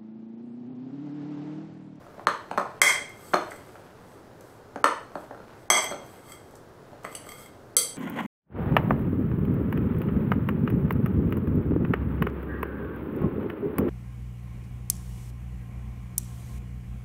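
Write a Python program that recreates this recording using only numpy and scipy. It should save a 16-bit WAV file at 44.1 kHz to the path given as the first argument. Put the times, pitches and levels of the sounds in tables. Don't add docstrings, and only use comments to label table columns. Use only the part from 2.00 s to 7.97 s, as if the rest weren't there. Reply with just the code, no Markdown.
import sys
import numpy as np
from scipy import signal
from scipy.fft import rfft, irfft
from scipy.io import wavfile
from scipy.ndimage import uniform_filter1d, minimum_filter1d

SR = 44100
rng = np.random.default_rng(int(sys.argv[2]) if len(sys.argv) > 2 else 0)


def volts_from_db(level):
    exponent = np.asarray(level, float) / 20
    return 10 ** exponent


def transcribe(signal):
    frames = np.atleast_2d(signal).T
    limited = np.clip(frames, -1, 1)
    pcm = np.round(limited * 32767).astype(np.int16)
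    wavfile.write(sys.argv[1], SR, pcm)


N = 263277


def rms_one(x):
    return x / np.sqrt(np.mean(x ** 2) + 1e-20)


def at_hz(points, hz):
    point_hz, value = np.transpose(points)
    return np.interp(np.log(hz), np.log(point_hz), value)


def band(x, low_hz, high_hz):
    return signal.sosfilt(signal.butter(2, [low_hz, high_hz], "band", fs=SR, output="sos"), x)


def highpass(x, order, cut_hz):
    return signal.sosfilt(signal.butter(order, cut_hz, "high", fs=SR, output="sos"), x)


def ring(clicks, hz, t60_s):
    radius = volts_from_db(-60 / (t60_s * SR))
    angle = 2 * np.pi * hz / SR
    poles = [1, -2 * radius * np.cos(angle), radius * radius]
    return signal.lfilter([0, np.sin(angle)], poles, clicks + 1e-18)


def clicks_at(times_s, db):
    out = np.zeros(N)
    out[np.round(np.array(times_s) * SR).astype(int)] = volts_from_db(np.array(db))
    return out


def grains(per_s, spread_db):
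    sizes = volts_from_db(spread_db * np.minimum(rng.exponential(1, N), 5)) * rng.choice([-1, 1], N)
    return rms_one(sizes * (rng.random(N) < per_s / SR))


def dying_noise(t60_s):
    return rng.standard_normal(4000) * volts_from_db(-60 * np.arange(4000) / SR / t60_s)


def wall_thuds(start_s, peak_db, pitch_hz):
    out = np.zeros(N)
    t = np.arange(2000) / SR
    envelope = volts_from_db(-60 * t / 0.0099) * (1 - np.exp(-t / 0.0011))
    for start, db, hz in zip(start_s, peak_db, pitch_hz):
        pair = np.sin(2 * np.pi * hz * t) - 0.54 * np.sin(2 * np.pi * 0.721 * hz * t)
        i = round(start * SR)
        out[i:i + len(t)] += volts_from_db(db + 2.0) * pair * envelope
    return out


def knocks():
    # start in seconds, wall peak in dB, wall pitch in Hz, bare metal in dB.
    firm_blows = [(0.27, 0, 1194, -28.5), (0.513, -15.5, 884, -46), (0.576, -7.5, 1010, -39.5),
                  (0.581, -5.5, 1270, -40), (0.599, -20.5, 950, -46.5), (0.613, -15, 1080, -54),
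                  (0.8163, 1.5, 1460, -32.5), (.8185, -5, 880, -37), (0.831, -2.5, 1160, -44),
                  (1.334, -9, 1410, -63), (1.337, -3.5, 720, -40), (1.34, -5, 680, -35),
                  (1.342, -0.5, 1227, -30), (2.759, -17, 760, -53.5), (2.7595, -24.5, 1570, -54),
                  (2.842, 7, 1287, -23.5), (2.8445, -9, 710, -28), (3.154, -16, 763, -58),
                  (3.154, -19, 1370, -55), (3.7013, 0, 1180, -30), (3.7032, -5.5, 2250, -29),
                  (3.709, 2.5, 782, -35.5), (3.913, -21, 756, -52), (3.922, -18, 1280, -46),
                  (3.944, -31, 840, -50), (5.044, -27.5, 1320, -52), (5.0485, -20.5, 1150, -48)]
    # start in seconds, wall peak in dB, wall pitch in Hz.
    nudges = [(0.066, -36, 1280), (0.18, -36.5, 830), (0.195, -27.5, 1030), (0.54, -34, 728),
              (1.01, -29, 680), (1.33, -61, 900), (1.518, -26, 2040), (1.755, -31.5, 1383),
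              (1.82, -55, 956), (2.409, -50, 740), (2.439, -57, 813), (2.591, -59, 1030),
              (3.118, -36, 1140), (3.239, -51.5, 751), (3.309, -27, 763), (3.311, -35, 1700),
              (3.347, -34, 1440), (3.375, -35.5, 1483), (3.402, -30, 1380), (4.015, -40, 970),
              (4.537, -41, 778), (4.931, -41, 768), (5.0494, -21.5, 2060), (5.1502, -28, 2900),
              (5.25, -41, 870), (5.268, -30, 1200)]
    # frequency in Hz, level in dB, t60 in seconds.
    thump_modes = [(180, -12.5, 0.086), (281, -10.5, 0.051), (330.3, -3.5, 0.028), (446, 1.5, 0.012),
                   (593, 2.5, 0.032), (773, 2, 0.015)]
    # frequency in Hz, level in dB, t60 in seconds.
    edge_modes = [(1435, 6.5, 0.0077), (1775, 0, .01), (2324, -13, 0.013), (2680, -4.5, 0.0025)]
    # frequency in Hz, level in dB, t60 in seconds.
    spoon_modes = [(3120, 0, 0.0056), (3660, -6.5, 0.015), (4254, -0.5, 0.028), (5236, -7.5, .005),
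                   (6400, -10, .01), (6275, 3.5, 0.004)]
    # frequency in Hz, level in dB, t60 in seconds.
    sheen_modes = [(7960, 5.5, 0.018), (8135, -5.5, 0.06), (8840, 6.5, 0.012), (9630, -1.5, 0.0093),
                   (10970, 4, 0.0061), (13000, -6.5, .012), (13550, 1, 0.0085), (16200, -8.5, 0.012)]

    soft_blows = [(s, db, hz, -64.5 + 0.1 * db) for s, db, hz in nudges]
    start_s, wall_db, wall_hz, metal_db = np.transpose(np.vstack([firm_blows, soft_blows]))
    thump_db = -17 + 0.65 * wall_db - 7 * np.log2(wall_hz / 1000)
    edge_db = 0.5 * (wall_db + metal_db) - 1.5
    bodies = ((thump_modes, thump_db), (edge_modes, edge_db),
              (spoon_modes, metal_db + 0.5), (sheen_modes, metal_db - 10.5))

    out = wall_thuds(start_s, wall_db, wall_hz)
    for modes, blow_db in bodies:
        luck_db = rng.normal(0, 2.5, (len(start_s), len(modes)))
        for k, (hz, mode_db, t60_s) in enumerate(modes):
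            late_s = 0.0006 * rng.random(len(start_s))
            clicks = clicks_at(start_s + late_s, blow_db + mode_db + luck_db[:, k])
            out += (-1) ** k * ring(clicks, hz, t60_s)
    return out


def strokes():
    # middle in seconds, length in seconds, hiss in dB, bare glass ring in dB.
    rubs = [(1.225, 0.27, -53, -76), (1.297, .22, -45, -63), (1.512, 0.11, -66, -66),
            (1.65, 0.39, -50, -76), (2.1, .2, -53.5, -76), (2.49, 0.16, -52, -75.5), (3.203, .13, -49, -77),
            (3.607, 0.11, -56, -74.5), (4.12, 0.25, -49, -67), (4.307, 0.09, -45.5, -57.5),
            (4.49, .22, -56, -81), (5.13, .12, -66, -61), (5.304, 0.15, -66, -57.5),
            (5.409, 0.078, -40, -58)]
    t = np.arange(N) / SR
    hiss_gain, ring_gain = np.zeros(N), np.zeros(N)
    for middle_s, length_s, hiss_db, ring_db in rubs:
        swell_db = -8.5 * np.abs(2 * (t - middle_s) / length_s) ** 1.9
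        hiss_gain += volts_from_db(hiss_db + swell_db)
        ring_gain += volts_from_db(ring_db + swell_db)
    return hiss_gain, ring_gain


def glass():
    # start in seconds, ring in dB, crack in dB, chatter in dB.
    far_wall = [
        (.8166, -3.5, -3.5, 2.5),
    ]
    near_rim = [
        (3.7017, -5, -3.6, -20),
    ]
    top_rim = [
        (5.1511, -33, -35, -36),
        (5.7671, -9, -3, -12.5),
    ]
    # start in seconds, ring, crack, chatter in dB.
    touches = [(1.093, -53, -44, -72), (1.331, -76, -44, -65), (1.331, -70, -35, -60),
               (1.509, -50, -52, -42), (1.522, -71, -54, -46), (1.56, -52, -52, -60),
               (2.409, -68, -42.5, -51), (3.824, -37, -40, -60), (3.842, -37, -24, -60),
               (3.905, -45, -44, -60), (4.064, -69, -45, -58), (4.32, -44, -58, -42), (4.51, -68, -48, -67),
               (4.5542, -76, -49, -44.5), (4.565, -71, -50, -64), (5.035, -69, -49, -50),
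               (5.049, -45.5, -53, -58), (5.117, -59, -45, -60), (5.126, -52, -45, -58),
               (5.265, -56, -44, -63), (5.29, -42, -37, -46), (5.319, -43, -37, -59), (5.46, -50, -48, -66)]
    # frequency in Hz, t60 in seconds.
    bowl_modes = [(490, .036), (1188, .07), (1335, .04), (2086, .049), (2134, .04), (14900, .024),
                  (3207, .05), (3270, .06), (4422, .056), (4565, .047), (4612, .06), (5036, .023),
                  (5526, .018), (6200, .055), (7484, .031), (7737, .019), (7971, .045), (8185, .051),
                  (8409, .055), (8777, .024), (9324, .04), (9880, .055), (10180, .03), (11190, .06),
                  (11827, .03), (12138, .06), (12862, .045), (13286, .05), (13570, .05), (14517, .055)]
    # far wall, near rim, top rim, rubbed or touched, all in dB.
    mode_strengths = [(-22, -25, -12.5, -7), (-11.5, -6.5, -23, -4), (-20, -17.5, -19.5, -7),
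                      (2, -4, -18, -3), (4.5, -1, -26, -2), (-14, -31, -30, -10.5), (-6, -17, -15, -7),
                      (-8, -2, -19, -8), (-22, -22, -22, -21), (-25, -18, -11, -11), (-24, -16, -15, -13),
                      (-30, -15, -18, -17), (-6, -11, -28, -12.5), (-17.5, 1, -10, -14),
                      (-17.5, -10, -22, -15), (-18.5, -22, -9, -3), (-10.5, -1, -3, -6), (-26, -14, -3, -8),
                      (-27, -6, -20, -7), (-17.5, -5, -6, -9), (-26, -18, -19, -18), (-12, -14, 0, -9),
                      (-18, -19.5, -5, -16), (-26, -11, -23, -15), (-26.5, -30, -20, -22),
                      (-16, -28, -17, -12), (-32, -27, -15, -12), (-36, -29, -26, -13),
                      (-28.5, -36, -24, -12), (-30, -18, -34, -19)]

    places = [np.transpose(p) for p in (far_wall, near_rim, top_rim, touches)]
    strikes = [clicks_at(p[0], p[1]) for p in places]
    crack = sum(clicks_at(p[0], p[2]) for p in places)
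    chatter = sum(clicks_at(p[0], p[3]) for p in places)

    grit = grains(3500, spread_db=2.5)
    hiss_gain, ring_gain = strokes()
    hiss, rub = grit * hiss_gain, grit * ring_gain
    out = band(hiss, 3600, 14000) * volts_from_db(-13.5) + band(hiss, 7400, 9300) * volts_from_db(-22.5)

    late = rng.integers(0, 40, len(mode_strengths))
    for k, ((hz, t60_s), place_db) in enumerate(zip(bowl_modes, mode_strengths)):
        struck = sum(volts_from_db(db) * hit for db, hit in zip(place_db, strikes))
        drive = np.roll(struck, late[k]) + volts_from_db(place_db[3] - 18.5) * rub
        out += (-1) ** k * ring(drive, hz, t60_s)

    crack_noise = signal.fftconvolve(crack, dying_noise(0.005))[:N]
    chatter_noise = signal.fftconvolve(chatter, dying_noise(0.04))[:N]
    out += band(crack_noise, 4400, 13500)
    return out + band(band(chatter_noise, 4300, 12000), 4300, 9500)


def dough():
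    # time in seconds, level in dB.
    squelch = [(0.0, -50), (0.27, -47), (0.35, -85), (0.5, -42), (0.63, -47), (0.78, -43), (1.31, -48.5),
               (1.46, -43.5), (2.68, -54), (2.96, -52), (3.56, -44), (3.76, -63), (3.87, -40.5),
               (4.04, -44), (4.57, -56), (5.22, -42.5), (5.64, -54), (5.97, -48)]
    time_s, db = np.transpose(squelch)
    level_db = np.interp(np.arange(N) / SR, time_s, db, left=-60, right=-60)
    pops = grains(1200, spread_db=2.2)
    dealt = rng.integers(0, 12, N)
    pitches_hz = np.geomspace(280, 1500, 12)
    rings = sum(ring(pops * (dealt == k), hz, 1.0 / hz) for k, hz in enumerate(pitches_hz))
    return volts_from_db(level_db - 7.5) * rms_one(rings)


def hum():
    # frequency in Hz, level in dB per Hz.
    room_tone = [(20, 9.5), (50, -7.5), (85, 1), (120, 5.5), (160, -1.5), (220, -2.5), (420, 0.5),
                 (800, -7), (1500, -11.5), (2500, -26.5), (5000, -27.5), (8000, -32), (12000, -34),
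                 (16000, -36.5)]
    hz = np.fft.rfftfreq(N, 1 / SR)
    spectrum = rfft(rng.standard_normal(N)) * volts_from_db(at_hz(room_tone, hz + 1))
    return volts_from_db(-48.5) * rms_one(irfft(spectrum, N))


def kitchen(x):
    # frequency in Hz, t60 in seconds.
    room_t60 = [(150, 0.31), (500, 0.55), (1200, 0.4), (3000, 0.47), (8000, 0.38), (15000, .2)]
    # delay in seconds, level in dB.
    echoes = [(.0045, -13), (0.014, -13), (0.019, -15.5), (.028, -19.5), (.047, -25.5)]
    t = np.arange(SR) / SR
    edges_hz = 70 * 2 ** np.arange(0, 8.1, 0.5)
    white = rng.standard_normal((2, SR))
    tail = np.zeros(SR)
    for k, (low, high) in enumerate(zip(edges_hz, edges_hz[1:])):
        t60_s = at_hz(room_t60, np.sqrt(low * high))
        tail += band(white[k % 2], low, high) * volts_from_db(-60 * t / t60_s)
    response = volts_from_db(-33.5) * tail * (1 - np.exp(-t / 0.006))
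    for delay_s, db in echoes:
        response[round(delay_s * SR)] += volts_from_db(db)
    return x + signal.fftconvolve(x, response)[:N]


def scene():
    bowl = highpass(knocks() + glass(), 3, 140)
    return (kitchen(bowl) + dough() + hum())[None]


def treble_dropout(x):
    dull = signal.sosfilt(signal.butter(6, 2300, fs=SR, output="sos"), x)
    treble = highpass(x, 4, 4000)
    level = np.sqrt(uniform_filter1d(treble ** 2, size=64, origin=31) + 1e-12)
    ahead = -minimum_filter1d(-level, size=760, origin=-380)
    starved = uniform_filter1d(1. * ((ahead > 0.04) & (level < 0.004)), size=40)
    starved = np.minimum(starved, np.roll(starved, -130, axis=-1))
    return x + starved * (dull - x)


def limiter(x, ceiling_db, release_db_s):
    climb_db = release_db_s * np.arange(N) / SR
    over_db = np.maximum(20 * np.log10(np.abs(x) + 1e-9) - ceiling_db, 0)
    held_db = np.maximum.accumulate(over_db + climb_db, axis=-1) - climb_db
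    duck_db = -minimum_filter1d(-held_db, size=45)
    return x * volts_from_db(-uniform_filter1d(duck_db, size=44))


def roll_off(x):
    return signal.sosfilt(signal.butter(12, 17010, fs=SR, output="sos"), x)


def record(dry):
    x = highpass(dry, 1, 70)
    x = signal.sosfilt(signal.cheby2(22, 45, 15850, fs=SR, output="sos"), x)
    mix = limiter(treble_dropout(x), ceiling_db=-1.3, release_db_s=150)
    return roll_off(mix)


dry = scene()
out = record(dry)
transcribe(out)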